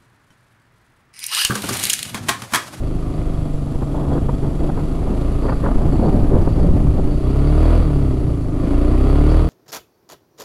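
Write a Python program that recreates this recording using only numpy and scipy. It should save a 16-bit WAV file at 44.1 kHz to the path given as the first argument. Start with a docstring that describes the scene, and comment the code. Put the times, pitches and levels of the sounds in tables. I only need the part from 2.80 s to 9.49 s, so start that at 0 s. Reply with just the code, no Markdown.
"""Quad bike in a flooded field

Heard from the saddle: a four-stroke single chugs along, its intake thudding, its exhaust pulses
ringing silencer and pipe, its casing knocking. Wind buffets the microphone as the bike turns onto
the track; then the throttle is opened twice. Below, water washes round the wheels.
The small microphone hisses and flattens the loudest beats."""
import sys
import numpy as np
from scipy import signal
from scipy.fft import rfft, irfft
from scipy.io import wavfile

SR = 44100
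rng = np.random.default_rng(int(sys.argv[2]) if len(sys.argv) > 2 else 0)


def unload_wav(signal):
    """Save mono or channel-first audio to the path in sys.argv[1] as 16-bit WAV at rate SR, clipped to [-1, 1]."""
    wavfile.write(
        sys.argv[1],
        SR,
        np.round(np.clip(np.atleast_2d(signal).T, -1, 1) * 32767).astype(np.int16),
    )


N = 295029
TIME = np.arange(N) / SR

# engine speed: (time [s], firing rate [Hz])
FIRING_RATE = [(0.0, 26.2), (0.3, 26.21), (0.95, 23.53), (1.65, 23.53), (2.2, 26.11), (2.45, 28.6),
               (2.95, 27.56), (3.25, 29.73), (3.62, 26.86), (3.95, 29.4), (4.3, 29.27), (4.8, 39.04),
               (4.97, 41.99), (5.15, 35.21), (5.7, 25.65), (6.1, 30.24), (6.55, 39.39), (6.69, 39.44)]


def engine():
    """The engine under the saddle: all parts follow one crank, which runs a little early or late."""
    jitter_cycles = .006 * wander(rate_hz=15)
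    cycles = .12 + np.cumsum(curve(FIRING_RATE)) / SR + jitter_cycles
    return intake(cycles) + exhaust(cycles) + machinery(cycles) + loose_metal(cycles)


def intake(cycles):
    """The piston gulps air once a cycle, just after the exhaust stroke, and the air box thuds."""
    # air box resonances: (frequency [Hz], width [Hz], level [dB])
    air_box = [(61.3, 15, 0), (106.6, 11.7, -0.5)]
    # loudness: (idle [dB], per speed doubling [dB], full throttle [dB], facing forward [dB])
    thud_law = (-32, 8.5, -1.5, 7)
    gulp = stroke(cycles, phase=.31, sharpness=3.2) - .3 * stroke(cycles, phase=.68, sharpness=1.5)
    suction = pulses(cycles, phase=.27, spread_db=2)
    thud = unit_rms(cut(ring(suction, air_box), order=2, edge_hz=200))
    doublings, opening = speed_and_throttle()
    airflow = gain_of(-18.5 + 12.5 * doublings) * opening ** .7  # dies away as the throttle shuts
    return airflow * unit_rms(gulp - gulp.mean()) + part_gain(thud_law) * thud


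def exhaust(cycles):
    """Each blowdown booms in the silencer, barks in the pipe and snarls above it, more so on throttle."""
    # resonances of silencer and open pipe: (frequency [Hz], width [Hz], level [dB])
    silencer = [(109.5, 40, -0.5), (145.6, 18, 11)]
    pipe = [(265, 43, -2), (288.4, 79.4, 12), (363.4, 72, -4), (551, 41, -25), (670, 230, -13)]
    # upper exhaust note: (frequency [Hz], level [dB])
    snarl_spectrum = [(150, -36.5), (310, -19.5), (380, 11), (450, 4.5), (520, -3), (620, 2), (760, -7.5),
                      (950, -31.5), (1250, -13.5), (1600, -51), (3000, -44)]
    # loudness: (idle [dB], per speed doubling [dB], full throttle [dB], facing forward [dB])
    boom_law = (-26, 2.5, -3, 2)
    bark_law = (-35, 0.5, 8.5, 6.5)
    snarl_law = (-38, 2.5, 4, 1.5)
    blowdown = unit_rms(pulses(cycles, phase=.97, spread_db=.6))
    # half a cycle on, the idle stroke favours even overtones: the note blooms as one crosses a resonance
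    idle_stroke = unit_rms(pulses(cycles, phase=.47, spread_db=.6))
    turbulence = .12 * unit_rms((.4 + stroke(cycles, phase=.2, sharpness=2.5)) * noise())
    drive = blowdown + turbulence
    boom = ring(drive + .41 * idle_stroke, silencer)
    boom = -unit_rms(cut(boom, order=4, edge_hz=175))
    # each pipe mode is passed twice, out and back, so the bark swells instead of striking
    bark = np.zeros(N)
    for hz, width, db in pipe:
        mode = [(hz, width, 0)]
        outward = ring(drive + .33 * idle_stroke, mode)
        bark += gain_of(db) * ring(outward, mode)
    bark = unit_rms(cut(bark, order=4, edge_hz=205, kind="highpass"))
    # gas surges at the same points of every cycle, so the snarl holds clear overtones
    surges = sum(gain_of(db) * pulses(cycles, phase, spread_db=.7)
                 for phase, db in [(.08, 0), (.23, -2), (.44, -4), (.83, -5)])
    snarl = colour(unit_rms(surges) + turbulence, snarl_spectrum)
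    return part_gain(boom_law) * boom + part_gain(bark_law) * bark + part_gain(snarl_law) * snarl


def machinery(cycles):
    """Piston and valves knock on the casing; gas and chain add a rattle in step with them."""
    # blows within one engine cycle: (phase [cycles], level [dB])
    knocks = [(.02, 7.5), (0.268, 4.5), (0.519, 0.5), (0.759, 3)]
    # casing resonances: (frequency [Hz], width [Hz], level [dB])
    casing_modes = [(1140, 8.5, 1), (1248, 5.6, 3.5), (1307, 240, -11), (3330, 30, -16.5),
                    (4530, 110, -25.5)]
    # midrange rasp and bright clatter: (frequency [Hz], level [dB])
    rasp_spectrum = [(200, -19.5), (450, 4.5), (680, 6), (830, -7.5), (1000, -1.5), (1300, -1.5),
                     (1480, -6), (1620, -21), (2000, -16.5), (3000, -24), (6000, -56.5)]
    clatter_spectrum = [(300, 1), (1000, 2.5), (1900, 5), (2800, 8), (3100, 5.5), (3400, 4.5), (3900, 3.5),
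                        (4550, 3), (4900, 0.5), (5300, -18), (8000, -7), (11000, -3.5), (13000, -30)]
    # loudness: (idle [dB], per speed doubling [dB], full throttle [dB], facing forward [dB])
    rasp_law = (-50, 6.5, 9.5, 2)
    clatter_law = (-55.5, 7, 6.5, -0.5)
    decay_s = .0075
    blows = sum(gain_of(db) * pulses(cycles, phase, spread_db=.5) for phase, db in knocks)
    tails = signal.lfilter([1], [1, -np.exp(-1 / (decay_s * SR))], blows)
    clicks = unit_rms(blows)
    rattle = unit_rms((.91 + tails) * noise())
    rasp = gain_of(6.5) * colour(.75 * clicks + rattle, rasp_spectrum)
    casing = gain_of(-5.5) * ring(.34 * clicks + rattle, casing_modes)
    choppy_rattle = unit_rms((.5 + tails) * noise())
    clatter = colour(.057 * clicks + choppy_rattle, clatter_spectrum)
    return part_gain(rasp_law) * (rasp + casing) + part_gain(clatter_law) * clatter


def loose_metal(cycles):
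    """Loose metal on the bike jingles faintly and chatters in fits, in step with the shaking."""
    # fits of chatter: (peak time [s], level [dB], half length [s], ring frequency [Hz])
    fits = [(0.896, -63.5, 0.36, 7460), (1.22, -62, 0.7, 3320), (2.4, -67, 0.53, 7390),
            (2.75, -53.5, 0.075, 4600), (3.1, -68, 0.11, 7390), (3.289, -58, 0.098, 4490),
            (3.716, -60, 0.079, 4600), (4.36, -54.5, 0.058, 4530)]
    # loudness: (idle [dB], per speed doubling [dB], full throttle [dB], facing forward [dB])
    jingle_law = (-68.5, 17, 4, 0.5)
    jingle_hz, metal_q = 4525, 30
    shaking = stroke(cycles, phase=.2, sharpness=.4) * gain_of(3.3 * wander(rate_hz=14)) * noise()
    out = part_gain(jingle_law) * ring(shaking, [(jingle_hz, jingle_hz / metal_q, 0)])
    for peak_s, db, half_s, hz in fits:
        out += gain_of(db) * swell(peak_s, half_s) * ring(shaking, [(hz, hz / metal_q, 0)])
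    return out


def speed_and_throttle():
    """Engine speed in doublings above idle, and throttle opening."""
    # the rider's thumb: (time [s], opening [0-1])
    throttle = [(0, 0.31), (.45, 0.53), (.8, 0.3), (1.7, 0.45), (2.45, 0.65), (4.25, 0.24), (4.55, 0.43),
                (4.8, 0.76), (4.92, 0.93), (5.06, 0.26), (5.68, 0), (5.88, 1), (6.6, 0.89), (6.69, 0)]
    idle_hz = 25
    return np.log2(curve(FIRING_RATE) / idle_hz), curve(throttle)


def part_gain(law):
    """Gain of an engine part at the saddle: its idle level, shifted by speed, throttle and mic aim."""
    # the microphone swings from the bike's side to face over the engine: (time [s], forward [0-1])
    aim = [(0, 0), (3.4, 0), (4.9, 1)]
    idle_db, speed_db, throttle_db, forward_db = law
    doublings, opening = speed_and_throttle()
    return gain_of(idle_db + speed_db * doublings + throttle_db * opening + forward_db * curve(aim))


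def wind():
    """Wind right on the microphone: a lumpy rumble, and eddies that hit the port in single buffets."""
    # rumble of the air stream: (frequency [Hz], level [dB])
    rumble_spectrum = [(8, 9.5), (25, 7), (55, 3), (130, -2), (280, -5), (450, -15.5), (750, -21.5),
                       (1200, -34), (2000, -42.5), (5000, -59)]
    # its strength: (time [s], level [dB])
    breeze = [(0, -23), (1.05, -23.5), (1.3, -18), (2.6, -23), (3.2, -15.5), (3.8, -13.5), (4.3, -20),
              (4.7, -21), (6.69, -21.5)]
    # faster eddies reach higher: (peak time [s], level [dB], half length [s], upper edge [Hz])
    buffets = [(1.026, -19, 0.0053, 1090), (1.159, -24, .02, 900), (1.227, -23.5, 0.042, 950),
               (1.327, -19.5, 0.015, 830), (1.371, -18, 0.0096, 1100), (1.494, -14.5, 0.0046, 1220),
               (1.643, -22, 0.013, 970), (1.844, -24, 0.027, 685), (1.898, -19, 0.0072, 1060),
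               (1.986, -23, 0.014, 1050), (2.3, -24.5, 0.097, 800), (2.649, -19, 0.017, 1000),
               (2.688, -18.5, 0.014, 1660), (2.727, -16.5, 0.008, 1400), (2.853, -18, 0.018, 1390),
               (2.902, -18.5, 0.018, 1110), (2.97, -11, 0.048, 45), (3.037, -21.5, 0.039, 905),
               (3.144, -15, 0.011, 690), (3.197, -14, 0.0037, 905), (3.258, -12.5, 0.027, 800),
               (3.364, -14.5, 0.039, 600), (3.428, -10, 0.024, 120), (3.554, -11.5, 0.03, 663),
               (3.677, -11.5, 0.0071, 780), (3.776, -17, 0.011, 500), (3.863, -17, 0.029, 606),
               (3.91, -11.5, 0.019, 173), (4.004, -15, 0.25, 111), (4.071, -24, 0.0025, 850),
               (4.08, -15, 0.019, 141), (4.189, -13.5, 0.009, 574)]
    # eddy noise: (frequency [Hz], level [dB])
    eddy_spectrum = [(15, 6.5), (60, 3), (200, 5.5), (600, -3.5), (1500, -10.5), (5000, -31)]
    rumble = colour(noise(), rumble_spectrum) * gain_of(2.77 * wander(rate_hz=28.5))
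    out = gain_of(curve(breeze)) * unit_rms(rumble)
    eddies = colour(noise(), eddy_spectrum)
    eddies *= gain_of(2.6 * wander(rate_hz=120))  # eddies break into smaller ones
    for peak_s, db, half_s, edge_hz in buffets:
        near = abs(TIME - peak_s) < 3 * half_s
        gust = swell(peak_s, half_s)[near]
        puff = gust * cut(eddies[near], order=3, edge_hz=edge_hz)
        out[near] += gain_of(db) * unit_rms(puff) * np.sqrt(np.mean(gust ** 2))
    return out


def hoot():
    """One strong gust sheds eddies across the port at a falling rate: a short, rough, low whoop."""
    peak_s, sag_hz_per_s = 3.872, 800
    hz = 150 - sag_hz_per_s * (TIME - peak_s) + 20 * wander(rate_hz=90)
    return gain_of(-11) * swell(peak_s, half_s=.022) * np.sin(2 * np.pi * np.cumsum(hz) / SR)


def water():
    """Small splashes crowd round the wheels below the microphone and fade on the muddy track."""
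    # splashes: (frequency [Hz], level [dB])
    splash_spectrum = [(60, -13), (250, 0), (600, -26), (1200, -17.5), (1700, -46), (3500, -33.5),
                       (6000, -43)]
    # strength of the wash: (time [s], level [dB])
    wash = [(0, -41.5), (2.5, -38), (4, -43.5), (6.69, -72)]
    drops_per_s = 900
    hits = rng.random(N) < drops_per_s / SR
    sizes = gain_of(4.5 * np.minimum(rng.exponential(1, N), 4))
    drops = hits * sizes * rng.choice([-1, 1], N)
    return gain_of(curve(wash) + .52 * wander(rate_hz=3.4)) * colour(drops, splash_spectrum)


def pulses(cycles, phase, spread_db):
    """One click a cycle at the given phase, no two equally strong."""
    at = np.flatnonzero(np.diff(np.floor(cycles - phase)) > 0)
    out = np.zeros(N)
    out[at] = gain_of(spread_db * noise()[at])
    return out


def stroke(cycles, phase, sharpness):
    """A smooth swell once a cycle."""
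    return np.exp(sharpness * (np.cos(2 * np.pi * (cycles - phase)) - 1))


def swell(peak_s, half_s):
    """A bell-shaped rise and fall around a moment."""
    return np.exp(-np.minimum(((TIME - peak_s) / half_s) ** 2 / 2, 50))


def ring(x, modes):
    """A bank of resonances, rms 1 out; neighbouring modes swing in opposite senses."""
    return unit_rms(sum((-1) ** k * gain_of(db) * signal.lfilter(*signal.iirpeak(hz, hz / width, SR), x)
                        for k, (hz, width, db) in enumerate(modes)))


def colour(x, spectrum):
    """Minimum-phase filter with the given spectral shape, rms 1 out."""
    hz, db = np.transpose(spectrum)
    grid_hz = np.fft.rfftfreq(16384, 1 / SR) + 1
    log_gain = np.log(gain_of(np.interp(np.log(grid_hz), np.log(hz), db)))
    mirrored = np.concatenate([log_gain, log_gain[-2:0:-1]])
    response = np.exp(np.conj(signal.hilbert(mirrored)))
    taps = np.fft.ifft(response).real[:len(mirrored) // 2]
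    return unit_rms(signal.oaconvolve(x, taps)[:N])


def cut(x, order, edge_hz, kind="lowpass"):
    """Rolls off one side of the spectrum."""
    return signal.lfilter(*signal.butter(order, edge_hz, kind, fs=SR), x)


def wander(rate_hz):
    """Smooth random drift of rms 1."""
    hz = np.fft.rfftfreq(N, 1 / SR)
    return unit_rms(irfft(rfft(noise()) * np.exp(-(hz / rate_hz) ** 2), N))


def noise():
    """White noise."""
    return rng.standard_normal(N)


def curve(rows):
    """Joins (time [s], value) points by straight lines."""
    return np.interp(TIME, *np.transpose(rows))


def gain_of(db):
    """Decibels to a factor."""
    return 10 ** (np.asarray(db) / 20)


def unit_rms(x):
    """Scales to an rms of 1."""
    return x / np.sqrt(np.mean(x ** 2) + 1e-20)


def scene():
    """Engine, wind and water from the saddle, in mono."""
    return (engine() + wind() + hoot() + water())[None]


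def record(dry):
    """The small microphone's preamplifier flattens the peaks and hisses; the top treble is cut off."""
    # self-noise: (frequency [Hz], level [dB])
    hiss_spectrum = [(100, 1), (3000, -3), (5500, 0.5), (7200, 0), (7390, 4), (7600, -1), (9500, -1),
                     (10500, 3), (11500, -1), (12300, -23), (13000, -32)]
    ceiling, edge_hz = .62, 12800
    flattened = dry[0] / (1 + (dry[0] / ceiling) ** 8) ** (1 / 8)
    hiss = gain_of(-56.5) * colour(noise(), hiss_spectrum)
    band_limit = signal.firwin(511, edge_hz, window=("kaiser", 9), fs=SR)
    return signal.oaconvolve(flattened + hiss, band_limit, "same")[None]


dry = scene()
out = record(dry)
unload_wav(out)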